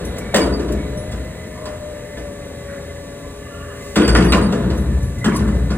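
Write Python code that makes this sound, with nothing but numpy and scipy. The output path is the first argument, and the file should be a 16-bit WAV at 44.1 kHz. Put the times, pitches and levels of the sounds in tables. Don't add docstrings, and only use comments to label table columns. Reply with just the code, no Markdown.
import sys
import numpy as np
from scipy import signal
from scipy.fft import rfft, irfft, next_fast_len
from scipy.io import wavfile
from scipy.ndimage import uniform_filter1d, minimum_filter1d

SR = 44100
rng = np.random.default_rng(int(sys.argv[2]) if len(sys.argv) > 2 else 0)


def bounce(signal):
    frames = np.transpose(np.atleast_2d(signal))
    limited = np.clip(frames, -1, 1)
    pcm = np.round(limited * 32767).astype(np.int16)
    wavfile.write(sys.argv[1], SR, pcm)


N = 254846
TIME = np.arange(N) / SR

# (frequency [Hz], t60 [s])
YARD_T60 = [(60, 0.044), (500, 0.24), (2000, 0.45), (10000, 0.18)]
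# (frequency [Hz], density [dB per Hz])
ROAR = [(20, 13), (35, -20), (55, 4), (110, -4), (200, -3.5), (350, -10), (520, -6), (750, -19.5),
        (1300, -25), (1900, -24), (2700, -35.5), (4000, -29.5), (8000, -94)]
# (time [s], level [dB])
LOAD = [(0, -24), (.75, -26), (1.4, -28.5), (3.9, -31), (4.5, -22.5), (5.1, -29.5), (5.78, -26.5)]
# (frequency [Hz], width [Hz], level [dB])
SINGING = [(1010, 45, -59.5), (1770, 60, -56), (2030, 30, -54), (2690, 51, -66.5)]
# (frequency [Hz], density [dB per Hz])
HISS = [(1000, -9), (2500, 2), (3800, -2.5), (5300, -0.5), (7000, 2.5), (8700, 1), (10300, 0),
        (11800, -15.5), (13500, -2), (16000, -21)]
HISS_DB = -47
VALVE_S, VALVE_DB, VALVE_OPEN_S, VALVE_FADE_S = 3.71, 9, 0.19, 0.29
# (time [s], pitch [Hz], level [dB])
PUMP_WHINE = [(0, 563, -39.5), (.6, 591.7, -49), (.72, 606, -34), (.87, 600.4, -41.5), (.98, 599, -30.5),
              (1.17, 624, -42.5), (1.45, 619.6, -41), (1.65, 609.6, -32.5), (2.2, 582.5, -36),
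              (2.5, 569, -37), (2.75, 562.4, -35), (3.05, 570.7, -40), (3.35, 577.5, -40.5),
              (3.65, 577, -41), (3.9, 563.9, -38), (5.78, 579.9, -47)]
PUMP_ORDER = 21
# (multiple of crank speed [ratio], level [dB])
DRIVE_ORDERS = [(2, -49.5), (3, -42.5), (4.5, -45.5), (6, -50), (10, -48), (15, -42.5), (18, -69),
                (24.5, -55), (42, -52.5), (51, -71), (63, -55), (84, -100)]
# (time [s], gain [dB])
DRIVE_LEVEL = [(0, -1), (1.9, -6), (2.5, -2.5), (3.3, 1), (3.9, 1.5), (5.78, -4.5)]
# (time [s], length [s], pitch [Hz], width [Hz], level [dB])
SQUEALS = [(0.152, 0.24, 2250, 164, -45), (0.732, 0.16, 2223, 88, -44), (1.097, 0.73, 2052, 443, -51),
           (1.505, 0.23, 1060, 238, -43), (1.8, 0.57, 1950, 500, -49), (2.166, 0.34, 2302, 45, -61),
           (2.621, 0.21, 1721, 990, -42), (3.251, 0.77, 1174, 129.2, -47.5), (3.489, 0.14, 1380, 90, -44),
           (3.581, 0.26, 1460, 900, -43), (3.346, 0.53, 2850, 350, -51.5), (5.163, 0.12, 2037, 109.9, -40),
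           (5.28, 0.13, 1050, 200, -29)]
# (time [s], level [dB], share of ringing [0-1])
CLINKS = [(0.048, -37, 0.01), (0.182, -37, 0), (0.72, -39.5, 0), (0.972, -39, 0.41), (4.244, -33, 0.05),
          (4.775, -41, 0.01), (5.027, -42.5, 0.01), (5.183, -45, 0.01), (5.345, -36, 0.6), (5.361, -32, 0)]
# (frequency [Hz], level [dB], t60 [s])
LATCH = [(2050, -21, 0.27), (6030, 1.5, 0.17), (5830, 18, 0.081), (8100, 7, 0.17), (11200, 2, 0.053),
         (10560, 19, 0.33)]
# (time [s], length [s], level [dB], overtone [dB])
PINGS = [(0.405, 0.039, -29, -10), (.465, 0.047, -42, -4), (0.525, 0.026, -32, -21), (3.985, 0.17, -33, -6),
         (4.081, 0.015, -25, -23), (4.095, 0.025, -31, -1), (4.125, 0.082, -33, 3), (4.282, 0.048, -33, -3),
         (4.335, .05, -43, -9), (4.416, 0.065, -38, -6), (5.353, 0.028, -39, -15)]
# (frequency [Hz], t60 [s])
PIN = [(4770, 0.11), (8850, 0.068)]
# (time [s], length [s], level [dB], pitch [Hz], t60 [s])
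CLATTER = [(0.34, .02, -17, 598, 0.081), (0.356, .012, -25, 4350, 0.04), (.364, .025, -19, 377, .14),
           (0.382, 0.036, -33, 1914, 0.092), (.41, 0.062, -32, 947, .1), (3.977, 0.079, -31, 2820, .07),
           (3.981, .07, -29, 1245, 0.082), (4.082, 0.019, -32, 2290, 0.054),
           (4.152, 0.011, -15, 1317, .035), (4.153, 0.0069, -19.5, 2890, 0.026),
           (4.185, 0.12, -34.5, 2416, 0.09), (4.323, 0.027, -20.5, 1806, 0.038),
           (4.324, 0.0099, -26, 3390, 0.024), (4.345, 0.049, -26, 945, .1), (5.248, .04, -26, 1206, 0.09),
           (5.269, .03, -21, 260.7, 0.13), (5.299, .09, -36.5, 1505, 0.067),
           (5.41, 0.065, -40.5, 1205, 0.063)]
# (time [s], strength [dB], hardness [dB per octave], struck spot's pitch [Hz],
# extra wall boom [dB], extra grit [dB], clang level [dB], clang pitch [Hz])
BLOWS = [(0, -42, 0.2, 230, 0.5, 10, -49, 494), (.163, -45.5, 1.1, 229, 3.5, 11, -34, 590),
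         (0.342, -31, 2, 560, -10, 6, -29.5, 2000), (.347, -34, 2.5, 445, -19, -5, -19, 623),
         (.353, -38.5, 1, 303, -10, 0, -21.5, 218), (.360, -35, 2.5, 308, -5, 12, -27.5, 1050),
         (.425, -44, -2, 400, 9.5, -5, -25, 384), (.594, -38, 0.4, 393, -3, 7, -43, 1530),
         (.68, -39, 0, 271, 8, 0, -50, 1190), (1.115, -42, 1.06, 103.9, 1, 12.5, -61, 1110),
         (1.654, -45, 2.5, 726, -2, 7, -40, 1019), (2.171, -47, 1.7, 472.4, 2, -2, -44, 1740),
         (3.957, -35.5, 3, 388, -2, 6.5, -36, 1340), (3.962, -24, 0.5, 257.4, -4.5, -3, -28, 1370),
         (4.077, -27, 1, 70, 0.5, 2, -34.5, 1360), (4.150, -27.5, 2, 166, -3, -1, -21, 1394),
         (4.156, -34, 2, 320, 6, 1, -19, 318), (4.222, -32, 1, 70, 1.5, 4, -21.5, 166),
         (4.321, -27.5, 1.5, 800, -6, 5.5, -26, 3430), (4.333, -32.5, 1, 147.2, -4.5, -7, -24, 1110),
         (4.415, -34.5, -1.5, 190, -12, -10, -24, 188), (4.523, -33, 0.5, 714, -2, 10, -27, 442),
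         (4.625, -36, -2, 163.9, 1.5, -2, -41, 1330), (4.70, -33, -0.2, 68.9, -2, -7, -28, 320.1),
         (4.85, -39.5, -5, 103.2, -6.5, 0, -51, 1211), (5.243, -36.5, 2.5, 210.3, -7, 8, -33, 1330),
         (5.262, -33, -1.5, 227.5, -9, -7, -16.5, 212), (5.33, -35, -0.5, 193, -2, -4, -28, 200),
         (5.389, -35, 0, 110, 4, -5, -24.5, 284), (5.475, -35.5, -1.2, 128, 1, 16.5, -37, 1195),
         (5.541, -46.5, 0.5, 177, -13, 17, -32.5, 497), (5.703, -34.5, 0.5, 159.2, 1, -10, -37, 1306)]
# (grit pitch [Hz], level at a full crack [dB], growth [dB per dB of crack], t60 [s])
GRIT = [(7470, -23, 1.5, 0.096), (3220, -21, 2, 0.063), (1480, -19.5, 2, 0.062)]
FULL_CRACK_DB = -23
# (frequency [Hz], level [dB], t60 [s])
FORKS = [(1324, 0.5, 0.042), (1460, -11, 0.083), (1900, 6.5, 0.079), (2830, -13, 0.087), (2920, -4, 0.093),
         (3163, 5.5, 0.057), (3760, -11, 0.12), (3930, -7, 0.07), (7600, -2, 0.1), (8390, 6.5, 0.061)]
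# (low edge [Hz], high edge [Hz], level [dB])
PARTS = [(2150, 14600, -7.5), (57, 130.4, 7), (153, 252.6, 2.5), (279.3, 462, 2.5), (429, 712, -3),
         (844, 2070, -4)]
PIVOT_HZ, SPOT_DB, SPOT_OCTAVES = 264, 10, 0.71
# (frequency [Hz], level [dB], t60 [s])
BIN = [(59.28, 6, 0.85), (72.7, -4.5, 1.44), (126.6, -10.5, 2.5), (155.9, -15.5, 2.1), (183.8, -2.5, 1.05),
       (202.2, -6.5, 2.27), (212.3, 3, 0.66), (271.5, -3.5, 1.56), (306.5, -2, 0.53), (324.7, -7, 0.97),
       (356, -8.5, 1.22), (419.3, -6, 0.84), (438.2, -4, 0.26), (466, -7.5, 0.35), (492.3, -8, 0.8),
       (568.5, -3, 0.46), (592.4, -7.5, 0.77), (626, -15.5, 0.25), (759, -1.5, 0.27), (1012, -11, 0.37),
       (1073, -9, 0.33), (1150, -19, 0.6), (1310, -17.5, 0.17), (1366, -14, 0.17), (1423, -17, 0.57),
       (1522, -15, 0.47), (1563, -23, 0.97), (1750, -10, 0.36), (1865, -22, 0.27), (2080, -11, 0.14),
       (2550, -29, 0.19), (2800, -5, 0.21), (2870, -9, 0.12), (3240, -17, 0.1), (3620, -17, 0.12),
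       (4020, -5, 0.13), (4860, -18, 0.092)]
# (frequency [Hz], relative density [dB per Hz])
DENSE = [(45, -3), (105, 1.5), (200, 17), (600, 7), (850, 10), (1400, 7), (2300, 2.5), (3000, 11),
         (4400, 16), (6000, 7), (8300, -5.5), (11000, -5), (15000, -70)]
# (frequency [Hz], t60 [s])
DENSE_T60 = [(60, 10), (200, 1.83), (400, 1.06), (620, 0.87), (1000, 1.16), (2000, 0.46), (4000, 0.028),
             (12000, 0.45)]
# (frequency [Hz], left minus right [dB])
LEAN = [(60, 1.5), (110, 1.5), (200, 1.5), (380, 3.0), (700, 4.5), (1290, -2.0), (2380, -2.0), (4400, 0.0),
        (8120, 0.0), (15000, 0.0)]
# (frequency [Hz], left port's lead [rad])
PORT_PHASE = [(220, 0), (620, -0.7), (1640, -0.0), (3450, 2.4), (4050, 2.4), (6290, 3.8), (7410, 5.3),
              (7670, 6.1), (9560, 6.7), (11100, 9.5), (12400, 9.5), (13100, 10.4), (14000, 12.6),
              (15800, 12.6)]
EDGE_HZ = 15900


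def amp(db):
    return 10 ** (np.asarray(db) / 20)


def unit(x):
    return x / np.sqrt(np.mean(x ** 2) + 1e-20)


def read(points, hz):
    f, value = np.transpose(points)
    return np.interp(np.log(hz + 1), np.log(f + 1), value)


def curves(rows):
    s, *columns = np.transpose(rows)
    return [np.interp(TIME, s, column) for column in columns]


def add(mix, s, sound):
    part = mix[max(round(s * SR), 0):][:len(sound)]
    part += sound[:len(part)]


def coloured(x, gain):
    size = next_fast_len(x.shape[-1] + 2048)
    spectrum = rfft(x, size) * gain(np.fft.rfftfreq(size, 1 / SR))
    return irfft(spectrum, size)[..., :x.shape[-1]]


def drift(rate):
    knots = rng.standard_normal(4096)
    return unit(np.interp(TIME * rate, np.arange(len(knots)), knots))


def dying_noise(t60, size):
    hz, t, z = signal.stft(rng.standard_normal(size), SR, nperseg=512)
    dying = z * amp(-60 * t / read(t60, hz)[:, None])
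    return signal.istft(dying, SR, nperseg=512)[1][:size]


def ringing(modes, t):
    return sum(amp(db - 60 * t / t60) * np.sin(2 * np.pi * hz * t) for hz, db, t60 in modes)


def retuned(ring, spread):
    at = np.arange(len(ring))
    return np.interp(at * (1 + spread * rng.uniform(-1.003, 1)), at, ring, right=0)


def yard(x, sparse_hz=360):
    tails = np.array([unit(dying_noise(YARD_T60, size=32768)) for _ in range(2)])
    tails = coloured(tails, lambda f: f ** 2 / (f ** 2 + sparse_hz ** 2)) / np.sqrt(tails.shape[1])
    return signal.oaconvolve(x[None], tails, axes=1)[:, :N]


def whirring(crank, size=1536, low_hz=900):
    one_turn = rng.standard_normal(size)
    repeated = np.interp(crank % 1 * size, np.arange(size), one_turn)
    return coloured(unit(repeated), lambda f: f ** 2 / (f ** 2 + low_hz ** 2))


def truck(crank, knock=0.041, lope=0.071, swell_db=0.7, whirr=1, wander=0.005, fitful_db=3):
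    roar_db, = curves(LOAD)
    since = np.maximum(TIME - VALVE_S, 0)
    surge = np.minimum(since / VALVE_OPEN_S, 1) * np.exp(-since / VALVE_FADE_S)
    hiss_db = HISS_DB + VALVE_DB * surge

    firing = 1 + knock * np.cos(2 * np.pi * 3 * crank) + lope * np.cos(2 * np.pi * crank)
    rumble = rng.standard_normal(N) * firing + whirr * whirring(crank)
    roar = unit(coloured(rumble, lambda f: amp(read(ROAR, f))))
    hiss = unit(coloured(rng.standard_normal(N), lambda f: amp(read(HISS, f))))

    song = np.zeros(N)
    for hz, width, db in SINGING:
        turn = 2 * np.pi * np.cumsum(hz * (1 + wander * drift(9))) / SR
        level = amp(db + fitful_db * drift(5.46))
        song += level * (drift(2 * width) * np.sin(turn) + drift(2 * width) * np.cos(turn))
    return song + amp(roar_db + swell_db * drift(9.8)) * roar + amp(hiss_db) * hiss


def pump(flutter=0.00221, waver=0.21, hum_waver=0.31, rough=0.2, backlash_turns=0.003):
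    pump_hz, pump_db = curves(PUMP_WHINE)
    crank = np.cumsum(pump_hz * (1 + flutter * drift(29.96))) / SR / PUMP_ORDER

    def tone(order, depth):
        turns = order * (crank + backlash_turns * drift(45))
        return np.sqrt(2) * np.sin(2 * np.pi * turns) * (1 + depth * drift(19))

    churn = drift(70) * np.cos(2 * np.pi * PUMP_ORDER * crank)
    whine = amp(pump_db) * (tone(PUMP_ORDER, waver) + rough * churn)
    hum = sum(amp(db) * tone(order, hum_waver) for order, db in DRIVE_ORDERS)
    return whine, amp(curves(DRIVE_LEVEL)[0]) * hum, crank


def squeals(clear_hz=60, waver_hz=12, waver_per_s=25, slip_db=2, slips_per_s=110):
    t, out = TIME[:32768], np.zeros(N)
    for s, length, hz, width, db in SQUEALS:
        rush = coloured(rng.standard_normal(len(t)), lambda f: 1 / (1 + (2 * (f - hz) / width) ** 4))
        pitch = hz + waver_hz * np.interp(t * waver_per_s, np.arange(64), rng.standard_normal(64))
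        song = np.sin(2 * np.pi * np.cumsum(pitch) / SR)
        sound = unit(rush) + (clear_hz / width) ** 2 * song
        sound *= amp(slip_db * drift(slips_per_s)[:len(t)])
        swell = signal.windows.tukey(int(np.clip(length * SR, 64, len(t))), .7)
        add(out, s, amp(db) * unit(sound[:len(swell)]) * swell)
    return out


def clinks(scrape=0.077, scrape_t60=0.072, low_hz=3500, rise_s=0.0022):
    t, out = TIME[:16384], np.zeros(N)
    for s, db, ring in CLINKS:
        grit = coloured(rng.standard_normal(len(t)), lambda f: amp(read(HISS, f)) * f / (f + low_hz))
        scraping = scrape * unit(grit) * amp(-60 * t / scrape_t60)
        sound = ring * retuned(ringing(LATCH, t), spread=0.0077) + scraping
        sound = sound * (1 - np.exp(-t / rise_s))
        add(out, s, amp(db) * sound / np.std(sound[:1024]))
    return out


def tapping(length, per_s, uneven, settle=0.5):
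    t = TIME[:8192]
    chance, strength = rng.random(len(t)), rng.standard_normal(len(t))
    lands = (chance < per_s / SR) & (t < length)
    lands[0] = True
    return lands * np.sign(strength) * np.exp(uneven * abs(strength) - settle * t / length)


def pings(taps_per_s=500, uneven=0.6):
    t, out = TIME[:8192], np.zeros(N)
    (low_hz, low_t60), (high_hz, high_t60) = PIN
    for s, length, db, overtone_db in PINGS:
        modes = [(low_hz, 0, low_t60), (high_hz, overtone_db, high_t60)]
        ring = retuned(ringing(modes, t), spread=0.0063)
        sound = signal.oaconvolve(tapping(length, taps_per_s, uneven), ring)
        add(out, s, amp(db) * sound / np.std(sound[:round(length * SR) + 256]))
    return out


def cracks_and_clatter(taps_per_s=40, uneven=0.44, octaves=0.3, count=4):
    t, out = TIME[:6144], np.zeros(N)
    for s, length, db, hz, t60 in CLATTER:
        sound = np.zeros(24576)
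        for edge in range(count):
            steps = rng.uniform(-2, 2, size=5)
            ring = ringing([(hz * 2 ** (octaves * step), 0, t60) for step in steps], t)
            late = length * edge / count
            add(sound, late, signal.oaconvolve(tapping(length - late, taps_per_s, uneven), ring))
        add(out, s, amp(db) * sound / np.std(sound[:round(length * SR) + 256]))
    return out


def part_levels(db, hardness, spot_hz):
    low, high, own_db = np.transpose(PARTS)
    centre = np.sqrt(low * high)
    near = np.exp(-(np.log2(centre / spot_hz) / SPOT_OCTAVES) ** 2)
    return db + own_db + hardness * np.log2(centre / PIVOT_HZ) + SPOT_DB * near


def rattle(t, per_s, t60, tap_s):
    lands = rng.random(len(t)) < per_s / SR
    taps = rng.exponential(1, len(t)) * lands * amp(-60 * t / t60)
    return signal.lfilter([1], [1, -np.exp(-1 / (tap_s * SR))], taps)


def grinds(octaves=1.0, ring=0.39, rise_s=0.00023, rebound=0.4):
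    t, out = TIME[:12288], np.zeros(N)
    forks = ringing(FORKS, t)
    forks = forks / np.linalg.norm(forks)
    for s, strength_db, hardness, spot_hz, _, grit_db, *_ in BLOWS:
        crack_db = part_levels(strength_db, hardness, spot_hz)[0] - FULL_CRACK_DB
        rebounds = rebound * rattle(t, per_s=390, t60=0.44, tap_s=0.0014)
        for hz, db, growth, t60 in GRIT:
            hump = lambda f: 1 / (1 + (np.log2((f + 1) / hz) / octaves * 2) ** 2)
            grains = rng.standard_normal(len(t)) * rng.exponential(1, len(t))
            grit = unit(coloured(grains, hump))
            grit = grit * (amp(-60 * t / t60) + rebounds) * (1 - np.exp(-t / rise_s))
            rung = signal.oaconvolve(grit, retuned(forks, spread=0.0096))[:len(t)]
            level = amp(db + grit_db + growth * crack_db)
            add(out, s, level * (grit + ring * rung) / np.hypot(1, ring))
    return out


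def clangs(octaves=0.25, rise_s=0.00076, buzz=0.73, buzz_per_s=160, damping_hz=2000, damping_s=0.035):
    t, out = TIME[:24576], np.zeros(N)
    for s, *_, db, clang_hz in BLOWS:
        near = [(hz, own_db - 6 * (np.log2(hz / clang_hz) / octaves) ** 2, t60)
                for hz, own_db, t60 in BIN if .5 < hz / clang_hz < 2]
        height = clang_hz / damping_hz
        wobble = np.interp(t * buzz_per_s, np.arange(256), rng.standard_normal(256))
        ring = retuned(ringing(near, t), spread=0.0068) * (1 + buzz * height * wobble)
        ring = ring * (1 - np.exp(-t / rise_s)) * np.exp(-t * height / damping_s)
        add(out, s, amp(db) * ring / np.std(ring[:2048]))
    return out


def dumpster(dense_db=7, chatter=0.34, chatter_s=0.023, rise_cycles=0.45, rise_s=0.00035,
             shove_s=0.0085, soft_db=-47, uneven_db=3, mode_gap_hz=45):
    t = TIME[:65536]
    modes, out = ringing(BIN, t), np.zeros(N)
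    bands = [np.clip(part[:2], 20, SR / 2.1) for part in PARTS]
    filters = [signal.butter(4, band, "band", fs=SR, output="sos") for band in bands]
    early = t < .05
    clusters = rng.standard_normal(1024)

    def colour(f):
        lumps = np.interp(f / mode_gap_hz, np.arange(len(clusters)), clusters) * f / (f + 600)
        return amp(read(DENSE, f) + dense_db + uneven_db * lumps)

    for s, strength_db, hardness, spot_hz, boom_db, *_ in BLOWS:
        levels = part_levels(strength_db, hardness, spot_hz)
        levels[1] += boom_db
        touches = rng.standard_normal(2048) * (rng.random(2048) < .015)
        force = chatter * touches * np.exp(-t[:2048] / chatter_s)
        force[0] = 1
        ring = signal.oaconvolve(retuned(modes, spread=0.0174), force)[:len(t)]
        ring = ring + coloured(dying_noise(DENSE_T60, size=len(t)), colour)
        contact_s = rise_s + shove_s / (1 + amp(levels[0] - soft_db) ** 2)
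        for db, sos, (low_hz, *_) in zip(levels, filters, PARTS):
            rise = 1 - np.exp(-t / (contact_s + rise_cycles / low_hz))
            part = signal.sosfilt(sos, ring) * rise
            add(out, s, amp(db) * part / np.std(part[early]))
    return out


def microphones(x):
    side = np.array([[.5], [-.5]])
    lead = lambda f: read(PORT_PHASE, f) * f / (f + 60)
    return coloured(x, lambda f: amp(side * read(LEAN, f)) * np.exp(1j * side * lead(f)))


def scene(truck_wet_db=-8, bin_wet_db=-8, glance=0.065, glance_ms=0.044):
    whine, hum, crank = pump()
    motor = truck(crank) + squeals()
    steel = dumpster() + clangs() + grinds() + cracks_and_clatter() + clinks()
    direct = microphones(whine + hum + motor + steel + pings())
    late_whine = np.interp(TIME - glance_ms / 1000, TIME, whine)
    glancing = glance * np.array([[1], [-1]]) * late_whine
    return direct + glancing + yard(amp(truck_wet_db) * motor + amp(bin_wet_db) * steel)


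def record(dry, low_cut_hz=38):
    thinned = coloured(dry, lambda f: f ** 3 / np.sqrt(f ** 6 + low_cut_hz ** 6))
    allowed = np.minimum(1, .93 / (abs(thinned).max(0) + 1e-9))
    limited = thinned * uniform_filter1d(minimum_filter1d(allowed, size=161), size=161)
    band_limit = signal.firwin(511, EDGE_HZ, window=("kaiser", 9), fs=SR)
    return signal.oaconvolve(limited, band_limit[None], "same", axes=1)


dry = scene()
out = record(dry)
bounce(out)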